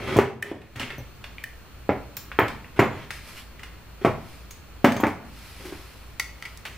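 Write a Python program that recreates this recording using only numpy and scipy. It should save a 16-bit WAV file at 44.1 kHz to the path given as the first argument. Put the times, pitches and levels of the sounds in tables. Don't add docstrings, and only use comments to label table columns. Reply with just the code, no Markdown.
import sys
import numpy as np
from scipy import signal
from scipy.fft import rfft, irfft, next_fast_len
from scipy.io import wavfile
from scipy.ndimage import uniform_filter1d, minimum_filter1d

SR = 44100
rng = np.random.default_rng(int(sys.argv[2]) if len(sys.argv) > 2 else 0)


def int16_out(signal):
    q = np.round(np.clip(np.atleast_2d(signal).T, -1, 1) * 32767)
    wavfile.write(sys.argv[1], SR, q.astype(np.int16))


N = 298557
TIME = np.arange(N) / SR
RING_TIME = TIME[:SR // 2]


def bench(gain_db=36, ring_db=-17, clack_hz=1900, tick_hz=7000, spot_spread=1.37):
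    # start_s, body_db, thud_db, clack_db, tick_db, spot_hz, lift_db, chatter_db
    knocks = [ (.162, -20, 7, -17, -23, 256, 16, 16), (.168, -16, 6, -28, -14.5, 280, 6, 7),
              (0.188, -0.5, -3, -11, -21.5, 389, 10, 8), (0.227, -22.5, -3, -1, -28, 229, 20, 14),
              (.515, -17.5, -1.5, -26.5, -37, 340, 8, 17), (.545, -24, 0, -31, -37, 540, 3, 16),
              (0.759, -36.5, 14.5, -22, -24, 270, 4, 22), (0.802, -35.5, 9, -11, -32, 257, 16.5, 3.6),
              (0.983, -35, 12.5, -23, -19, 232, 6, 13), (1.892, -13, -6, -16.5, -38, 504, 3.5, 11),
              (2.389, -15, -7, -2, -30, 406, 1.5, 7.4), (2.3912, -17, -5, -9, -46, 1240, 5, 16),
              (2.402, -23.5, -14, -8, -24, 2100, 5, 0.67), (2.4179, -17, -2.5, -32, -32, 890, 5, 6),
              (2.792, -12, 1, -10.5, -26, 415, 0.5, 11), (2.795, -13.5, -4, -7.5, -23.5, 410, 7.5, 7.4),
              (2.828, -17.5, -5.5, -16, -40, 395, 2.5, 11), (4.0485, -8, -1, -16.5, -30, 246, -2.5, 16.5),
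              (4.844, -5, -6, -16.5, -24, 248, 7.5, 19), (4.848, -13, -7.5, -4.5, -17, 280, -27, 4.4),
              (4.965, -25, 9, -10, -19, 380, -1, 14), (5.001, -23.5, -2, -14, -15, 940, 9, 12),
              (5.0343, -9.5, -9, -16, -48, 269, 4, 22), (5.038, -17.5, -8, -5.5, -25, 2320, -2, 1),
              (5.069, -25, -1, -15.5, -11, 2240, 11.5, 3), (5.654, -46.5, 6, -2, 4, 334, 23, 11),
              (5.724, -39, 1, -6, -23, 346, 17.5, 9)]
    # pitch_hz, level_db
    bench_modes = [(86, -26), (112, -18), (130, -9.5), (198, -17), (224, -7.5), (250, -9.5), (289, -4.5),
                   (322, -9.5), (370, -11.5), (395, -7), (432, -16), (505, -16.5), (575, -9.5), (645, -9.5),
                   (692, -6.5), (796, -39), (1036, -24), (1300, -14.5), (2080, -17)]
    # pitch_hz, fade_s
    bench_fades = [(90, .26), (250, .2), (400, .14), (800, .1)]
    # pitch_hz, level_db
    wood = [(30, -51), (60, -10), (90, 6.5), (250, 0.5), (400, 1.5), (700, 0), (1000, 5), (1500, 3.5),
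            (2200, 7), (3000, 0), (4000, -6), (6000, -8), (10000, -13), (15000, -15)]
    board = [(hz, db, on_log_axis(hz, bench_fades)) for hz, db in bench_modes]
    out = np.zeros((2, N))
    for start_s, body_db, thud_db, clack_db, tick_db, spot_hz, lift_db, chatter_db in knocks:
        hardness = [(130, thud_db), (220, 0), (600, 0), (clack_hz, clack_db), (tick_hz, tick_db)]
        spot = [(spot_hz / spot_spread, 0), (spot_hz, lift_db), (spot_hz * spot_spread, 0)]
        tones = struck(board, detune=0.008)
        impact = contact(chatter_db, fade_s=0.22).mean(axis=0)
        blow = colour(impact + undb(ring_db) * tones, wood, hardness, spot)
        add(out, start_s, undb(body_db + gain_db) * room(blow, wet_db=-5, width_db=4.5))
    return out


def clicks(gain_db=33, shell_db=-14):
    # start_s, snap_db, treble_db, pitch_hz, ring_db
    snaps = [ (0.616, -40.5, -22, 2580, -31), (0.76, -37.5, -14, 1860, -2),
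             (0.7967, -31.5, -13.5, 2980, 3.5), (0.815, -35.5, -17, 2120, 5), (.832, -36.5, -24, 2660, 4),
             (.904, -31.5, -29, 2070, -15), (1.241, -35.5, -21, 2600, -3), (1.383, -50.5, -22, 2330, 17),
             (2.1689, -38, -7, 2330, 0), (2.3164, -35, -31, 1060, 2.5), (2.3891, -38.5, -22, 3170, 16),
             (2.481, -35.5, -15, 1650, -18), (2.645, -47, -44, 1920, 3.5), (3.106, -32, -14.5, 1500, -2),
             (3.595, -55, -8, 1960, 11), (3.633, -38.5, -16, 2070, -1), (4.509, -49.5, -1.5, 2350, -1),
             (4.921, -35.5, -10, 1710, 8.5), (4.967, -36, -12, 2040, -8)]
    # pitch_hz, level_db
    plastic = [(100, -41), (500, -2.5), (1000, -3.5), (1900, 4), (3000, 0.5), (4000, 2.5), (6000, 4),
               (9000, -0.5), (12000, -3.5), (15000, -6)]
    out = np.zeros((2, N))
    for start_s, snap_db, treble_db, pitch_hz, ring_db in snaps:
        tones = ring([(pitch_hz, 0, 0.014), (pitch_hz * 1.3, -6, 0.008)])
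        snap = contact(chatter_db=45, fade_s=0.048) + undb(ring_db + shell_db) * tones
        click = colour(snap, plastic, [(2800, 0.0046), (6000, treble_db)])
        add(out, start_s, undb(snap_db + gain_db) * click)
    return room(out, wet_db=-1.5)


def handle(slide_s=0.0018, build_s=0.00088):
    # hit_s, ring_db, grit_db (relative to the ring)
    drops = [(.426, 14, -13), (1.4395, -3, -10)]
    # pitch_hz, level_db, fade_s
    handle_modes = [(1815, 0, .032), (1930, -7, .02), (2430, -9, .02), (3005, -14, .025)]
    clink = ring(handle_modes) * (1 - np.exp(-RING_TIME / build_s))
    out = np.zeros((2, N))
    for hit_s, ring_db, grit_db in drops:
        grit = contact(chatter_db=30, fade_s=0.016, build_s=0.004)
        grit = colour(grit, [(1000, -14), (3000, 0.0072)])
        add(out, hit_s - slide_s, undb(ring_db + grit_db) * grit)
        add(out, hit_s, undb(ring_db) * clink)
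    return room(out, wet_db=-6.5)


def clinks(bright_gain_db=9, low_gain_db=1, low_fade_s=0.062, rattle_db=-8):
    # start_s, low_hz, low_db, bright_db
    hits = [ (0.425, 8050, -21, -42), (0.983, 6090, -27, -38), (2.168, 7180, -19.5, -21),
            (2.394, 7100, -28, -24), (2.796, 7090, -17, -31), (4.508, 6500, -22, -38),
            (4.846, 6330, -21, -22), (4.92, 6370, -19, -34), (4.966, 6360, -15, -39),
            (5.005, 7060, -19, -25)]
    # pitch_hz, level_db, fade_s
    steel_modes = [(12250, -8, .02), (13990, 0, .045), (14300, -4, .02), (14700, -7, .015),
                   (15450, -10, .012)]
    out = np.zeros((2, N))
    for start_s, low_hz, low_db, bright_db in hits:
        touch = contact(chatter_db=13, fade_s=0.039)
        rattle = colour(touch, [(3000, -37), (8000, -52), (12000, 12), (14500, 9)])
        bright = struck(steel_modes, detune=0.005) + undb(rattle_db) * rattle
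        low = ring([(low_hz, low_db + low_gain_db, low_fade_s)])
        add(out, start_s, room(low + undb(bright_db + bright_gain_db) * bright, wet_db=-3.5))
    return out


def torch(gain_db=35, gas_db=-50, gas_on_s=6.655, opening_s=0.0059):
    # start_s, snap_db, treble_db, shell_db, chatter_db, chatter_fade_s
    snaps = [(6.1968, -22, 4.5, -8.5, 16, 0.033), (6.1999, -28, -5, -7, 10, 0.01),
             (6.425, -34.5, -2, -5.5, -4, 0.082), (6.4524, -32.5, -3.5, -6.5, 16, 0.076),
             (6.574, -51.5, 19, -32, 21, 0.013), (6.652, -20.5, -7, -28, 29, 0.18)]
    # pitch_hz, level_db, fade_s
    shell_modes = [(1399, -3, 0.075), (1980, -1, 0.03), (2155, -1, .03), (2240, -7, 0.02),
                   (3140, -8.5, 0.012), (4700, -2.5, 0.0082), (5200, -15, .006), (5900, -6, 0.0066)]
    # pitch_hz, level_db
    hiss = [(60, -10), (200, 4.5), (900, -12), (2300, 0), (4000, -11), (8000, -17), (15000, -30)]
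    out = np.zeros((2, N))
    for start_s, snap_db, treble_db, shell_db, chatter_db, chatter_fade_s in snaps:
        body = [(200, -29), (800, -14), (1300, -10.5), (2500, -9.5)]
        treble = [(5500, treble_db - 18), (14000, treble_db - 24.5)]
        shell = struck(shell_modes, detune=0.0063)
        touch = contact(chatter_db, chatter_fade_s)
        snap = touch + undb(shell_db) * resonate(touch, shell)
        add(out, start_s, undb(snap_db + gain_db) * colour(snap, body + treble))
    valve = np.clip((TIME - gas_on_s) / opening_s, 0, 1)
    gas = level(colour(stereo_noise(N), hiss), gas_db) * valve
    return room(out, wet_db=-6) + gas


def rubbing():
    # start_s, length_s, level_db, rumble_db (relative to the rasp)
    scrapes = [ (0, 0.07, -38.5, 4.5), (0.074, 0.11, -33.5, 5), (0.423, 0.097, -35, 3.5),
               (0.755, 0.045, -40.5, -9), (0.802, 0.025, -34.5, -19), (0.834, 0.116, -48, -2),
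               (2.762, 0.025, -42.5, 1), (2.93, 0.12, -46.5, -5.5), (3.248, 0.11, -61, -6),
               (3.582, 0.088, -53.5, -4), (4.012, 0.03, -46.5, 9), (5.598, 0.12, -53, 8),
               (6.437, 0.045, -50, -13)]
    # middle_s, length_s, level_db
    swishes = [(3.154, 0.089, -48), (3.287, 0.11, -47.5), (3.383, 0.07, -46), (4.32, 0.22, -55),
               (5.418, 0.26, -53.5), (5.652, 0.33, -50.5), (5.917, 0.43, -57.5), (6.482, 0.23, -57)]
    # pitch_hz, level_db, fade_s
    case_modes = [(2070, -9, 0.019), (2710, 11, 0.016), (3300, 23, 0.012)]
    # pitch_hz, level_db
    rasp_colour = [(300, 2.5), (700, -0.5), (1400, 5.5), (2200, 6), (3200, -6), (4200, -7.5), (7000, -18.5),
                   (12000, -22), (16000, -53)]
    rumble_colour = [(25, -40), (60, -18), (110, -2.5), (230, -5.5), (310, -9.5), (390, 3.5), (520, -9.5),
                     (1000, -15.5), (3000, -51)]
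    cloth_colour = [(150, -8), (500, -7), (1200, -0.5), (2200, 2), (3500, -3), (4800, -2.5), (6500, -11.5),
                    (11500, -9), (13500, -14), (16000, -28)]
    catches = colour(grainy(rough_db=0.5, grain_samples=60), rasp_colour)
    case = resonate(catches, ring(case_modes))
    rasp = level(catches, db=-2) + level(case, db=-12)
    rumble = level(colour(grainy(rough_db=2.5, grain_samples=200), rumble_colour), db=-2)
    cloth = level(colour(grainy(rough_db=1.5, grain_samples=140), cloth_colour), db=1)
    out = np.zeros((2, N))
    for start_s, length_s, level_db, rumble_db in scrapes:
        out += undb(level_db) * push(start_s, length_s) * (rasp + undb(rumble_db) * rumble)
    for middle_s, length_s, level_db in swishes:
        out += undb(level_db) * stroke(middle_s, length_s) * cloth
    return room(out, wet_db=-2.5)


def squeak():
    # middle_s, length_s, level_db, pitch_hz, rise_hz_per_s
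    slip = (3.393, .06, -47, 2950, 14000)
    middle_s, length_s, level_db, pitch_hz, rise_hz_per_s = slip
    phase = 2 * np.pi * np.cumsum(pitch_hz + rise_hz_per_s * (TIME - middle_s)) / SR
    grip = uniform_filter1d(stereo_noise(N), size=90)
    return level(grip * np.sin(phase), level_db) * stroke(middle_s, length_s)


def background(air_db=-46.5, wander=0.2):
    # pitch_hz, level_db
    air = [(15, -1.5), (25, -34.5), (70, -1), (236, -15.5), (476, -19), (796, -22.5), (1330, -21),
           (2110, -26.5), (2480, -24), (3720, -32.5), (4250, -31), (5000, -37), (13600, -43.5),
           (14800, -69), (16000, -84)]
    # pitch_hz, level_db
    tones = [(54.3, -52.5), (58.1, -51), (4290, -71), (14836, -67)]
    out = level(colour(stereo_noise(N, width_db=7.5), air), air_db)
    for pitch_hz, level_db in tones:
        drift = wander * np.cumsum(rng.standard_normal(N)) / np.sqrt(SR)
        out += level(np.sin(2 * np.pi * (pitch_hz * TIME + drift)), level_db)
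    return out


def room(x, wet_db, width_db=0, build_s=0.00012):
    # pitch_hz, fade_s
    echo_fades = [(100, 0.9), (400, 0.5), (1500, 0.4647), (4000, 0.45), (12000, 0.35)]
    centres_hz, fades_s = np.transpose(echo_fades)
    noise = rfft(stereo_noise(len(RING_TIME), width_db))
    hz = np.fft.rfftfreq(len(RING_TIME), 1 / SR)
    tail = 0
    for share, fade_s in zip(np.eye(len(centres_hz)), fades_s):
        band = on_log_axis(hz, list(zip(centres_hz, share)))
        tail = tail + irfft(noise * band) * fade(fade_s)
    onset = 1 - np.exp(-(RING_TIME / build_s) ** 2)
    walls = [(100, -1), (350, -6.5), (800, 0), (2000, -0.5), (6000, 1.5), (14000, 0)]
    return x + undb(wet_db) * resonate(x, colour(unit(tail * onset), walls))


def limiter(x, threshold_db=-8.5, hold_s=0.34, recover_db_per_s=40):
    power = uniform_filter1d(np.mean(x ** 2, axis=0), size=440)
    over_db = 10 * np.log10(np.maximum(power / undb(threshold_db) ** 2, 1))
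    half = int(hold_s * SR / 2)
    held_db = -minimum_filter1d(-over_db, 2 * half + 1, origin=half, mode="constant")
    recovery = recover_db_per_s * TIME
    return x * undb(recovery - np.maximum.accumulate(held_db + recovery))


def contact(chatter_db, fade_s, build_s=0.00004):
    tap = RING_TIME == 0
    chatter = stereo_noise(len(RING_TIME)) * fade(fade_s) * (1 - np.exp(-RING_TIME / build_s))
    return unit(tap + undb(chatter_db) * unit(chatter))


def struck(modes, detune, scatter_db=1.5):
    chance = rng.standard_normal((len(modes), 2))
    return ring([(hz * (1 + detune * shift), db + scatter_db * boost, fade_s)
                 for (hz, db, fade_s), (shift, boost) in zip(modes, chance)])


def ring(modes):
    return sum(undb(db) * unit(np.cos(2 * np.pi * hz * RING_TIME) * fade(fade_s))
               for hz, db, fade_s in modes)


def fade(fade_s):
    return np.exp(-np.log(1000) * RING_TIME / max(fade_s, 1 / SR))


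def push(start_s, length_s, attack_s=0.0009, release_s=0.006):
    rise = np.clip((TIME - start_s) / attack_s, 0, 1)
    return rise * np.exp(-np.maximum(TIME - start_s - length_s, 0) / release_s)


def stroke(middle_s, length_s):
    return np.exp(-(2 * (TIME - middle_s) / length_s) ** 2)


def grainy(rough_db, grain_samples):
    catches = np.repeat(rng.standard_normal(N // grain_samples + 1), grain_samples)[:N]
    return stereo_noise(N) * undb(rough_db * catches)


def stereo_noise(size, width_db=0):
    # pitch_hz, side_db (relative to the middle)
    width = [(60, -18.5), (300, -12.5), (1000, -14.5), (2200, -13), (4500, -6), (8000, -4), (14000, -5)]
    mid, side = rng.standard_normal((2, size))
    side = undb(width_db) * colour(side, width)
    return np.array([mid + side, mid - side])


def colour(x, *curves):
    n = 2 * next_fast_len(x.shape[-1])
    hz = np.fft.rfftfreq(n, 1 / SR)
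    gain = undb(sum(on_log_axis(hz, curve) for curve in curves))
    cepstrum = irfft(np.log(gain))
    cepstrum[1:n // 2] *= 2
    cepstrum[n // 2 + 1:] = 0
    return irfft(rfft(x, n) * np.exp(rfft(cepstrum)))[..., :x.shape[-1]]


def resonate(x, response):
    return signal.fftconvolve(np.atleast_2d(x), np.atleast_2d(response), axes=-1)[:, :x.shape[-1]]


def on_log_axis(hz, points):
    knots, values = np.transpose(points)
    return np.interp(np.log(hz + 1), np.log(knots), values)


def undb(db):
    return 10 ** (np.asarray(db) / 20)


def unit(x):
    return x / np.sqrt(np.mean(np.sum(x ** 2, axis=-1)))


def level(x, db):
    return x * undb(db) / np.sqrt(np.mean(x ** 2))


def add(track, start_s, sound):
    start = max(int(start_s * SR), 0)
    track[:, start:start + sound.shape[-1]] += sound[..., :N - start]


def scene():
    return bench() + clicks() + handle() + clinks() + torch() + rubbing() + squeak() + background()


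def record(dry):
    top_hz = 15750
    treble_cut = signal.ellip(8, 0.2, 70, top_hz, fs=SR, output="sos")
    return signal.sosfilt(treble_cut, limiter(dry))


dry = scene()
out = record(dry)
int16_out(out)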